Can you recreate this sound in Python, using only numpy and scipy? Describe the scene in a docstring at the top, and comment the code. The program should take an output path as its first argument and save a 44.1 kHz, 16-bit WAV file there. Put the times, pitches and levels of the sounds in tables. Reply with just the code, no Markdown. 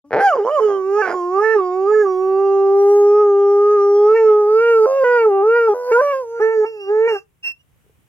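"""Dog howling in a small room

A dog howls close to a two-microphone camera in a small furnished room: a creaky start, two yelps, one long
wavering note, then register jumps and short notes. The voice is a stack of partials shaped by moving
resonances; irregular flaps make the rasp. A thin nasal whistle, a sine with overtones and hiss, joins
the end, then faint knocks. Decaying noise gives the echo; faint shaped noise gives the room's rumble and hiss."""
import sys
import numpy as np
from scipy import signal
from scipy.fft import rfft, irfft, next_fast_len
from scipy.io import wavfile
from scipy.ndimage import uniform_filter1d, map_coordinates

SR = 44100
rng = np.random.default_rng(int(sys.argv[2]) if len(sys.argv) > 2 else 0)


def gain_from_db(level_db):
    """Convert decibel levels to linear amplitude factors (20 dB per decade)."""
    decades = np.asarray(level_db, float) / 20
    return 10 ** decades


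def wav_record(signal):
    """Record a signal, one row per channel, as 16-bit PCM in the file named by sys.argv[1]."""
    frames = np.transpose(np.atleast_2d(signal))
    bounded = np.clip(frames, -1, 1)
    # unit amplitude maps onto the largest positive 16-bit level
    quanta = np.round(bounded * 32767).astype(np.int16)
    wavfile.write(sys.argv[1], SR, quanta)


N = 356592
TIME = np.arange(N) / SR


def unit(x):
    """Scaled to rms 1."""
    return x / np.sqrt(np.mean(x ** 2) + 1e-20)


def along(points, hz):
    """Interpolates (Hz, value) points on a log frequency axis."""
    f, v = np.transpose(points)
    return np.interp(np.log(hz + 1), np.log(f + 1), v)


def curves(rows, t=TIME):
    """One value per instant for each column after the time."""
    s, *cols = np.transpose(rows)
    return [np.interp(t, s, c) for c in cols]


def wobble(rate):
    """A smooth random curve, rate knots a second."""
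    return map_coordinates(rng.standard_normal(int(N * rate / SR) + 4), [TIME * rate])


def filtered(x, response):
    """Passes x through a complex response of frequency."""
    m = next_fast_len(N + 8192)
    return irfft(rfft(x, m) * response(np.fft.rfftfreq(m, 1 / SR)), m)[..., :N]


def notes(tables, edge):
    """For each table: its stretch of samples, its columns and a fade at both ends."""
    for rows in tables:
        part = slice(round((rows[0][0] - edge) * SR), round((rows[-1][0] + edge) * SR))
        t = TIME[part]
        yield part, curves(rows, t), np.clip(np.minimum(t - t[0], t[-1] - t) / (2 * edge), 0, 1)


# Resonances that move as the mouth opens. Each row: centre in Hz shut, centre in Hz open, width in Hz,
# level in dB shut, level in dB open.
TRACT = [(639, 1251, 139, -2, 4.5), (1001.3, 1897.4, 167.3, -11, -5), (2224, 2323, 96, -50, -7.5),
         (2700, 2760, 132, -45.5, -23.5)]
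# A side cavity cancels a narrow band. One row: centre in Hz shut, centre in Hz open, width in Hz, depth in dB.
NOTCH = (653, 1194, 65, -25.5)


def tract(f, opening, shift_hz, gain_db):
    """Gain in dB of the mouth and throat, a set of resonances that slide with the mouth opening."""
    roll_off_hz = 3000 + shift_hz  # the moving resonances pass little above this

    def mix(shut, wide):
        return shut + (wide - shut) * opening

    power = 0
    for i, (hz_shut, hz_open, width, db_shut, db_open) in enumerate(TRACT):
        top = i == len(TRACT) - 1  # only the last resonance takes the shift and gain
        away = f - mix(hz_shut, hz_open) - top * shift_hz
        power = power + gain_from_db(mix(db_shut, db_open) + top * gain_db) ** 2 / (1 + (2 * away / width) ** 2) ** 2
    power = power / (1 + (f / roll_off_hz) ** 10)
    shut, wide, width, depth_db = NOTCH
    return 10 * np.log10(power) + depth_db * np.exp(-((f - mix(shut, wide)) / width) ** 2)


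# A slower second vibration beats against the voice. Each row: start in seconds, end in seconds, beat in Hz,
# sideband level in dB, lower over upper sideband of the overtones in dB, fading in dB per second.
BEATS = [(0.346, 0.389, 150, -9, 0, 16.5), (0.442, 0.517, 111.6, -9, -1, 56),
         (0.595, 0.619, 110, -9.5, -10.5, -11), (0.672, 0.833, 111.8, -16.5, 21.5, 70),
         (1.07, 1.137, 111.4, -6.5, -2, 2), (4.85, 4.993, 97.25, -10, -3.5, 111),
         (5.735, 5.906, 90.8, -10.5, 3.5, 79.5)]
# The fundamental's sidebands against the row's level. One row: lower in dB, upper in dB.
BEAT_FUNDAMENTAL_DB = (-9.5, -2)


def sidebands():
    """The second vibration as complex factors that split the fundamental (row 0) and the overtones (row 1)."""
    split = np.ones((2, N), complex)
    waver = np.cumsum(1 + .025 * wobble(50)) / SR
    for start, end, hz, db, skew_db, fading_db in BEATS:
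        gate = np.clip(np.minimum((TIME - start) / 0.009, (end - TIME) / 0.026), 0, 1)
        gate = gate * gain_from_db(1.5 * wobble(40)) * gain_from_db(-fading_db * abs(TIME - start))
        spin = np.exp(2j * np.pi * hz * waver)
        low = gain_from_db(db + np.array([[BEAT_FUNDAMENTAL_DB[0]], [skew_db / 2]]))
        high = gain_from_db(db + np.array([[BEAT_FUNDAMENTAL_DB[1]], [-skew_db / 2]]))
        below = 1 / spin + .25 / spin ** 2
        above = spin + .6 * spin ** 2 + .3 * spin ** 3
        split += gate * (low * below + high * above)
    return split


# The voice, one table per register. Each row: time in seconds, pitch in Hz before smoothing,
# fundamental in dB, mouth opening from 0 to 1, overtone drive in dB.
HOWL = [
    [(0.045, 278.3, -50.5, 0.0, 10), (0.095, 299, -49.5, 0.1, -12), (0.105, 289, -59, 0.19, 17.5)],
    [(0.2, 771, -21.5, 0.6, 6.5), (0.25, 814.5, -9.5, 0.49, 9), (0.275, 787.4, -10.5, 0.44, 14),
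     (0.3, 729, -15.5, 0.34, 13.5), (0.335, 561, -20.0, 0.08, 18), (0.365, 525, -15.5, 0.4, 1.5)],
    [(0.365, 572.6, -26.5, 0.05, 11.5), (0.39, 399.8, -14.5, 0.08, 2), (0.435, 402.7, -20.5, 0.02, 3.5),
     (0.525, 626, -20.5, 0.01, 19), (0.55, 616.5, -18, 0.06, 15.5), (0.6, 518, -17.5, 0.07, 12.5)],
    [(0.6, 438.3, -18, 0.1, -3), (0.655, 427, -12, 0.4, -8.5), (0.705, 400.6, -17, 0.36, 6),
     (0.83, 376.5, -22.5, 0.21, 2.5), (0.925, 399, -16.5, 0.38, 0.5), (0.975, 422.2, -15.5, 0.4, 9.5),
     (1.02, 426.4, -17.5, 0.74, 9)],
    [(1.02, 394.3, -28.5, 0.56, 20), (1.06, 373, -27.5, 0.51, 14), (1.092, 348.6, -31, 0.15, 18.5),
     (1.122, 353.4, -31.5, 0.44, 12.5), (1.147, 362, -23, 0.1, 14.5)],
    [(1.147, 367, -21.5, 0.06, 8.5), (1.22, 350.8, -24.5, 0.0, 11.5), (1.305, 360.1, -21.5, 0.02, 7.5),
     (1.39, 402, -16, 0.17, 9.5), (1.445, 439.5, -17, 0.75, 7.5), (1.54, 445.5, -17, 0.82, 3.5),
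     (1.565, 420, -11.0, 0.44, 1.5), (1.615, 370.3, -19.5, 0.07, 7.5), (1.695, 359.9, -21, 0.0, 9),
     (1.85, 389.7, -17, 0.06, 2), (1.91, 425.8, -13, 0.4, 2.0), (1.96, 431.4, -12, 0.93, -11),
     (2.015, 424, -11.5, 0.8, -9.5), (2.07, 381.4, -17.5, 0.11, 5.5), (2.14, 369.6, -18.5, 0.05, 2),
     (2.42, 392.8, -14.5, 0.09, 2.0), (2.68, 393, -13.0, 0.07, 1.5), (2.93, 407.7, -10, 0.05, 2),
     (3.1, 410.5, -10, 0.18, -4), (3.205, 419.9, -10.5, 0.25, 0), (3.33, 399.2, -12.5, 0.14, -1.5),
     (3.56, 406.2, -12, 0.16, -1.5), (3.75, 417.2, -11.5, 0.35, 1.5), (3.8, 402.2, -13.5, 0.21, 1.5),
     (3.94, 408, -11.5, 0.15, -4.5), (4.06, 417.8, -9.5, 0.18, -2.0), (4.14, 443.3, -12, 0.46, 0),
     (4.165, 457.2, -13.5, 0.83, 0.5), (4.31, 424.3, -9.5, 0.26, -3.5), (4.46, 415.8, -14.0, 0.19, -0.5),
     (4.545, 435.4, -12, 0.33, -5.0), (4.635, 467.7, -14, 0.56, 8), (4.705, 466.2, -11.5, 0.58, 7),
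     (4.815, 434.4, -12, 0.29, -5), (4.86, 438.2, -11.5, 0.3, 0)],
    [(4.86, 527.2, -16, 0.15, 3.0), (4.985, 546, -13.5, 0.3, 7), (5.04, 521.4, -10.0, 0.56, -7)],
    [(5.04, 493, -14.0, 0.71, 11), (5.165, 481.7, -14, 0.65, 13.5), (5.24, 443.2, -14, 0.54, 5),
     (5.27, 433, -10.0, 0.14, -2.5), (5.31, 394.3, -15, 0.01, 7.5), (5.41, 390.8, -15.5, 0.05, 9.5),
     (5.48, 448, -12, 0.36, -5), (5.565, 477.8, -13.5, 0.63, 12.5), (5.67, 451.4, -15, 0.43, 1),
     (5.7, 416, -11.5, 0.0, 10), (5.74, 408.5, -18, 0.16, 6)],
    [(5.74, 492.7, -24.5, 0.24, 9), (5.855, 492.3, -26.5, 0.3, 8.5), (5.915, 502.4, -16, 0.27, 8.5)],
    [(5.915, 445, -11.5, 0.58, 4.5), (5.985, 494.1, -13.0, 0.39, 6), (6.012, 528, -13.5, 0.6, 4.5)],
    [(6.012, 579.4, -14.0, 0.33, 8), (6.115, 567.3, -19.5, 0.34, 18.5), (6.14, 534.6, -18, 0.5, 8.5),
     (6.2, 529.7, -22, 0.2, 9.5), (6.255, 459.4, -32, 0, 8.5), (6.4, 465, -24.0, 0.5, -3)],
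    [(6.4, 408.8, -18.5, 0.39, 9), (6.425, 440, -12.5, 0.77, -2.5), (6.53, 448.2, -20, 0.72, 4.5),
     (6.595, 430.2, -13.0, 0.74, -15.5), (6.65, 425.3, -15.5, 0.5, 5.5)],
    [(6.65, 445.4, -24.5, 0.58, 11.5), (6.705, 450.7, -33, 0.7, -7), (6.86, 382.4, -31.5, 0.3, 3.5),
     (6.905, 416.3, -15, 0.53, -2), (7.075, 460.9, -14, 0.8, -4.5)],
    [(7.075, 476, -19.5, 0.83, 12), (7.135, 425.4, -17, 0.56, -3.0), (7.165, 393, -25.5, 0.5, 11),
     (7.24, 383.6, -80, 0, 2)],
]
# Fixed resonances of the treble. Each row: centre in Hz, width in Hz, relative level in dB.
UPPER = [(3200, 400, -30), (3850, 500, -33), (4780, 500, -20), (5690, 600, -19), (6760, 900, -22),
         (9430, 710, -28.5), (11340, 800, -28), (14600, 1500, -34)]
# Treble at a fundamental of 0 dB, mouth shut. Each row: time in seconds, level in dB.
TREBLE = [(.05, -71), (.2, -45), (.26, -40.5), (.4, -62), (.55, -49), (.85, -59), (1.02, -47.5),
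          (1.3, -52.5), (2.2, -59), (2.7, -55.5), (2.95, -49), (3.3, -60), (3.7, -54.5), (4.4, -56),
          (4.95, -49), (5.4, -61), (5.85, -49), (6.1, -48.5), (6.5, -60.5), (7.05, -62), (7.1, -53.5),
          (7.24, -51)]
# The highest moving resonance sits higher and stronger in the yelps.
# Each row: time in seconds, shift in Hz, gain in dB.
YELP_RING = [(.2, 240, 4), (.75, 330, 11), (.86, 1, 1.5)]
# Breath excites a narrow nasal resonance. One row: centre in Hz, width in Hz, level in dB against
# the higher partials.
RING = (2770, 60, -13)
# Fast pitch scatter. One row: share of the pitch at rest, share added per octave a second of gliding.
JITTER = (.001, .0025)


def voice():
    """Steady fold vibration: a stack of partials with slight tremor; breath fills the treble resonances."""
    treble_follows, treble_open_db = .3, 7  # share of the voice's level in dB; gain with the mouth open
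    breath_db = -8  # against the treble partials
    step = 16  # samples between gain points
    jitter, tremor, shimmer = wobble(300), wobble(45), gain_from_db(0.043 * wobble(120))
    out, nasal, treble = np.zeros((2, N), complex), np.zeros(N), np.zeros(N)
    k = np.arange(2, 40)[:, None]  # overtone numbers
    # each partial from the fourth up swells and fades on its own
    swells = np.array([(.8 * wobble(7) + .6 * wobble(30))[::step] for _ in k])
    patchy = gain_from_db(np.clip(k - 3, 0, 5) * swells)

    def tops(f):
        return np.sqrt(sum(gain_from_db(db) ** 2 / (1 + (2 * (f - c) / w) ** 6) for c, w, db in UPPER))

    for part, (hz, db, opening, drive_db), fade in notes(HOWL, edge=.004):
        def fine(g):
            return np.interp(np.arange(len(hz)), np.arange(len(g)) * step, g)

        hz = uniform_filter1d(hz, 1500, mode="nearest")
        glide = np.clip(abs(np.gradient(np.log2(hz))) * SR, 0, 5)  # octaves a second
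        scatter = (JITTER[0] + JITTER[1] * glide) * jitter[part]
        turn = np.exp(2j * np.pi * np.cumsum(hz * (1 + .0018 * tremor[part] + scatter)) / SR)
        top_db = curves(TREBLE, TIME[part])[0] + treble_follows * db + treble_open_db * opening
        f = k * hz[::step]
        yelp = curves(YELP_RING, TIME[part][::step])
        low = gain_from_db(tract(f, np.clip(opening, 0, 1)[::step], *yelp) + (db + drive_db)[::step])
        upper = tops(f) * (f > 3000) * (f < 15800)
        upper = upper * gain_from_db(top_db[::step]) / np.sqrt(np.sum(upper ** 2, axis=0))
        overtones = (low + upper) * patchy[:, part.start // step:][:, :f.shape[1]]
        gains = [gain_from_db(db)] + [fine(g) for g in overtones]
        partial = np.sqrt(2) * fade
        for i, (g, lead) in enumerate(zip(gains, rng.random(len(gains)))):
            partial = partial * turn  # one harmonic higher each time
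            out[min(i, 1), part] += g * partial * np.exp(2j * np.pi * lead)
        nasal[part] += fade * gain_from_db(RING[2]) * fine(np.sqrt(np.sum(low ** 2 * (f > 2050), axis=0)))
        treble[part] += fade * gain_from_db(top_db + breath_db) * (1 + .6 * turn.real)  # puffs once a cycle

    def breath(x):
        return filtered(x, lambda f: tops(f) * (f > 3600) * gain_from_db(along([(5000, 8), (12000, 7.5)], f)))

    noise = rng.standard_normal(N)
    ring = nasal * unit(filtered(noise, lambda f: 1 / (1 + (2 * (f - RING[0]) / RING[1]) ** 2)))
    partials = (out * sidebands()).real.sum(axis=0) * shimmer
    return partials + ring + breath(noise * treble) / np.std(breath(noise))


# Spectrum of the room air. Each row: frequency in Hz, relative density in dB per Hz.
AIR = [(20, -27), (40, -13.5), (80, -5.5), (105, -8), (140, -5.5), (220, -18), (600, -26), (2900, -30),
       (4400, -41.5), (8500, -35), (15700, -35.5)]
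# How alike the two sides are. Each row: frequency in Hz, left-right correlation from -1 to 1.
ALIKE = [(60, 0.83), (180, -0.13), (550, 0.27), (1650, -0.013), (4970, 0.3), (15000, -0.24)]


def air():
    """Room rumble and hiss: shaped noise, mid against side set by the likeness, most alike in the bass."""
    level_db = -62  # before the slow drift

    def mid_side(hz):
        turn = np.arccos(np.clip(along(ALIKE, hz), -1, 1)) / 2
        return gain_from_db(along(AIR, hz)) * [np.cos(turn), np.sin(turn)]

    mid, side = filtered(rng.standard_normal((2, N)), mid_side)
    fade_in = np.clip((TIME - .045) / 0.015, 0, 1)
    return gain_from_db(level_db + 2.2 * wobble(3.3)) * unit(np.array([mid + side, mid - side])) * fade_in


# Decay of the room. Each row: frequency in Hz, time to fall 60 dB in seconds.
ROOM = [(300, .2), (2000, .15), (10000, .1)]


def room(x):
    """The echo as stereo noise in which each frequency dies at its own speed, after a short delay."""
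    hz, t, z = signal.stft(rng.standard_normal((2, SR // 2)), SR, nperseg=256)
    tail = signal.istft(z * gain_from_db(-60 * t / along(ROOM, hz)[:, None]), SR, nperseg=256)[1]
    delayed = np.pad(x, (200, 0))[None]  # samples
    return signal.fftconvolve(delayed, tail / np.linalg.norm(tail[0]), axes=1)[:, :N]


# Irregular fold flaps. Each row: time in seconds, mean flaps a second, unevenness of rate in dB,
# mouth brightness in dB.
FLAPS = [(.108, 72, 1.37, -8.5), (.13, 116, 1.5, 0.5), (.16, 214, 2.5, -8.5), (.23, 480, 1.5, 3.5),
         (.36, 450, 2, -6.5), (.9, 456, 2.5, -9), (1.06, 370, 2, 6.5), (1.2, 280, 2.5, -18.5),
         (7.2, 433, 3, 9)]
# Throat resonances. Each row: centre in Hz, width in Hz, level in dB.
THROAT = [(105, 50, -19), (450, 75, 0), (830, 170, -6)]
# Mouth resonances. Each row: centre in Hz, width in Hz, level in dB before the brightness.
MOUTH = [(1540, 530, -7.5), (2420, 530, -18.5), (4060, 330, -25), (6000, 830, -26)]
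# The folds lose their rhythm at breaks of the voice. Each row: time in seconds, hold in seconds, level in dB.
BREAKS = [(0.145, 0.046, -12.5), (0.351, 0.057, -33.5), (.49, 0.0016, -33.5), (0.602, 0.026, -32.5),
          (.68, 0, -37.5), (1.069, .06, -24), (5.92, 0.00044, -33), (6.019, 0.025, -41), (6.409, 0, -39),
          (7.092, 0.036, -42)]


def rasp():
    """Where the folds lose their rhythm, scattered flaps of uneven size ring the throat and mouth."""
    rise, fall = 399, 331.5  # dB per second
    hoarse_db = -36.5  # constant hoarseness against the fundamental
    rate, uneven_db, bright_db = curves(FLAPS)
    cycles = np.cumsum(rate * gain_from_db(uneven_db * wobble(120)) * (TIME > .108)) / SR
    at = np.flatnonzero(np.diff(np.ceil(cycles)))
    flaps = .015 * rng.standard_normal(N)
    flaps[at] += gain_from_db(1.2 * uneven_db[at] * rng.standard_normal(N)[:len(at)])
    flaps /= np.sqrt(uniform_filter1d(flaps ** 2, 3000))  # even loudness

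    bursts = 0
    for s, hold, db in BREAKS:
        bursts = bursts + gain_from_db(db - rise * np.clip(s - TIME, 0, 1) - fall * np.clip(TIME - s - hold, 0, 1))
    voice_db = curves([row for rows in HOWL for row in rows])[1]
    gain = (bursts + gain_from_db(voice_db + hoarse_db)) * (TIME > .107) * (TIME < 7.25)

    def modes(f, rows):
        return sum((-1) ** k * gain_from_db(db) * 1j * f * w / (c * c - f * f + 1j * f * w)
                   for k, (c, w, db) in enumerate(rows))

    def low_cut(f):
        return 1j * f / (120 + 1j * f)

    def ring(x):
        throat = filtered(x, lambda f: modes(f, THROAT) * low_cut(f))
        mouth = filtered(x * gain_from_db(bright_db), lambda f: modes(f, MOUTH) * low_cut(f) ** 2)
        # flesh closes softly
        return filtered(throat + mouth, lambda f: 1 / (1 + 1j * f / 2400) ** 3)

    return ring(flaps * gain) / np.std(ring(flaps))


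# Nasal whistle, one table per note. Each row: time in seconds, pitch in Hz, level in dB.
WHISTLE = [
    [(6.645, 2780, -70.5), (6.665, 2732, -37.5), (6.72, 2746, -49), (6.79, 2663, -50.5), (6.81, 2786, -38),
     (6.89, 2800, -43), (6.92, 2745, -71.5)],
    [(7.075, 2835, -51), (7.09, 2792, -31), (7.19, 2724, -37.5), (7.225, 2670, -73)],
    [(7.43, 2740, -42), (7.446, 2700, -25), (7.475, 2721, -20), (7.51, 2720, -30.5), (7.52, 2672, -30.5),
     (7.535, 2706, -57.5), (7.58, 2770, -66.5)],
    [(7.592, 2890, -62.5), (7.61, 2880, -57), (7.63, 2850, -69.5)],
]
# Overtones of the whistle. Each row: multiple of the pitch, level in dB against the fundamental.
OVERTONES = [(2, -16.5), (3, -34.5), (4, -42), (5, -35)]
# Air through the nose. Each row: frequency in Hz, relative density in dB per Hz.
PUFF = [(300, -21.5), (900, -6.5), (1250, -12.5), (1750, 0), (2300, -11), (3000, -0.5), (3500, -42.5),
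        (4300, -33), (4900, 0), (5800, -6), (6500, -25.5), (11000, -17), (15700, -24.5)]


def whistle():
    """A thin tone from the nose, with the hiss of the air that drives it."""
    out = np.zeros(N)
    hiss = unit(filtered(rng.standard_normal(N), lambda f: gain_from_db(along(PUFF, f))))
    drift = wobble(90)
    for part, (hz, db), fade in notes(WHISTLE, edge=.004):
        phase = 2 * np.pi * np.cumsum(hz * (1 + 0.0015 * drift[part])) / SR
        tone = np.sin(phase) + sum(gain_from_db(level) * np.sin(k * phase) for k, level in OVERTONES)
        out[part] += fade * (np.sqrt(2) * gain_from_db(db) * tone + gain_from_db(db - 20) * hiss[part])
    return out


# Faint soft knocks. Each row: time in seconds, level in dB before dulling, pitch in Hz.
TAPS = [(7.759, -61, 532), (7.844, -55.5, 431), (7.864, -49.5, 404), (7.896, -49, 440), (7.99, -55, 271)]


def taps():
    """Dull short knocks: a fast-dying sine with a shorter burst of noise, dulled by a low-pass."""
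    out, t = np.zeros(N + 2000), np.arange(2000) / SR
    for s, db, hz in TAPS:
        body = gain_from_db(-60 * t / 0.044) * np.sin(2 * np.pi * hz * t)
        click = .3 * gain_from_db(-60 * t / 0.0046) * rng.standard_normal(2000)
        out[round(s * SR):][:2000] += gain_from_db(db) * (body + click)
    return filtered(out[:N], lambda f: 1 / (1 + 1j * f / 2000))


# The head's place. Each row: time in seconds, left-right level in dB, mean delay of the right in microseconds.
HEAD = [(0, -1, 55), (.6, -8.5, 58), (2.2, -8, 24), (2.8, -5, 76), (3.8, -4.5, 55), (4.5, -5.5, 80),
        (5.7, -3.5, 76), (6.2, -5, 74), (6.8, -7, 163), (7.5, -4.5, 120)]
# The two microphones differ. Each row: frequency in Hz, left-right level in dB before a constant offset.
TILT = [(60, -7), (150, 8.5), (380, 1), (950, 0.5), (2380, -2.5), (5000, 6.5), (9000, -3.5), (13000, 10.5)]


def scene():
    """The head moves in front of the microphones; sound reaches the right one a little later."""
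    room_db, tilt_offset_db = -17, 2.5
    dog = voice() + rasp() + whistle() + taps()
    pan_db, lag = curves(HEAD)
    lag = lag + 14 * wobble(5)  # microseconds
    right = map_coordinates(dog, [np.arange(N) - lag * SR / 1e6], order=5)
    pair = np.array([dog * gain_from_db(pan_db / 2), right * gain_from_db(-pan_db / 2)])
    pair = filtered(pair, lambda f: gain_from_db((along(TILT, f) + tilt_offset_db) / 2 * np.array([[1], [-1]])))
    loudness = np.sqrt(abs(uniform_filter1d(dog ** 2, 13000)))
    duck = 1 / (1 + loudness / 0.32)  # the camera's noise suppressor turns the air down under the loud voice
    return pair + gain_from_db(room_db) * room(dog) + duck * air()


def top_cut(x):
    """Nothing passes above the cut-off."""
    return signal.sosfilt(signal.butter(12, 15890, fs=SR, output="sos"), x)


def record(dry):
    """The camera's input rounds off the loudest peaks."""
    soft = dry / (1 + abs(dry / .85) ** 6) ** (1 / 6)
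    return top_cut(soft)


dry = scene()
out = record(dry)
wav_record(out)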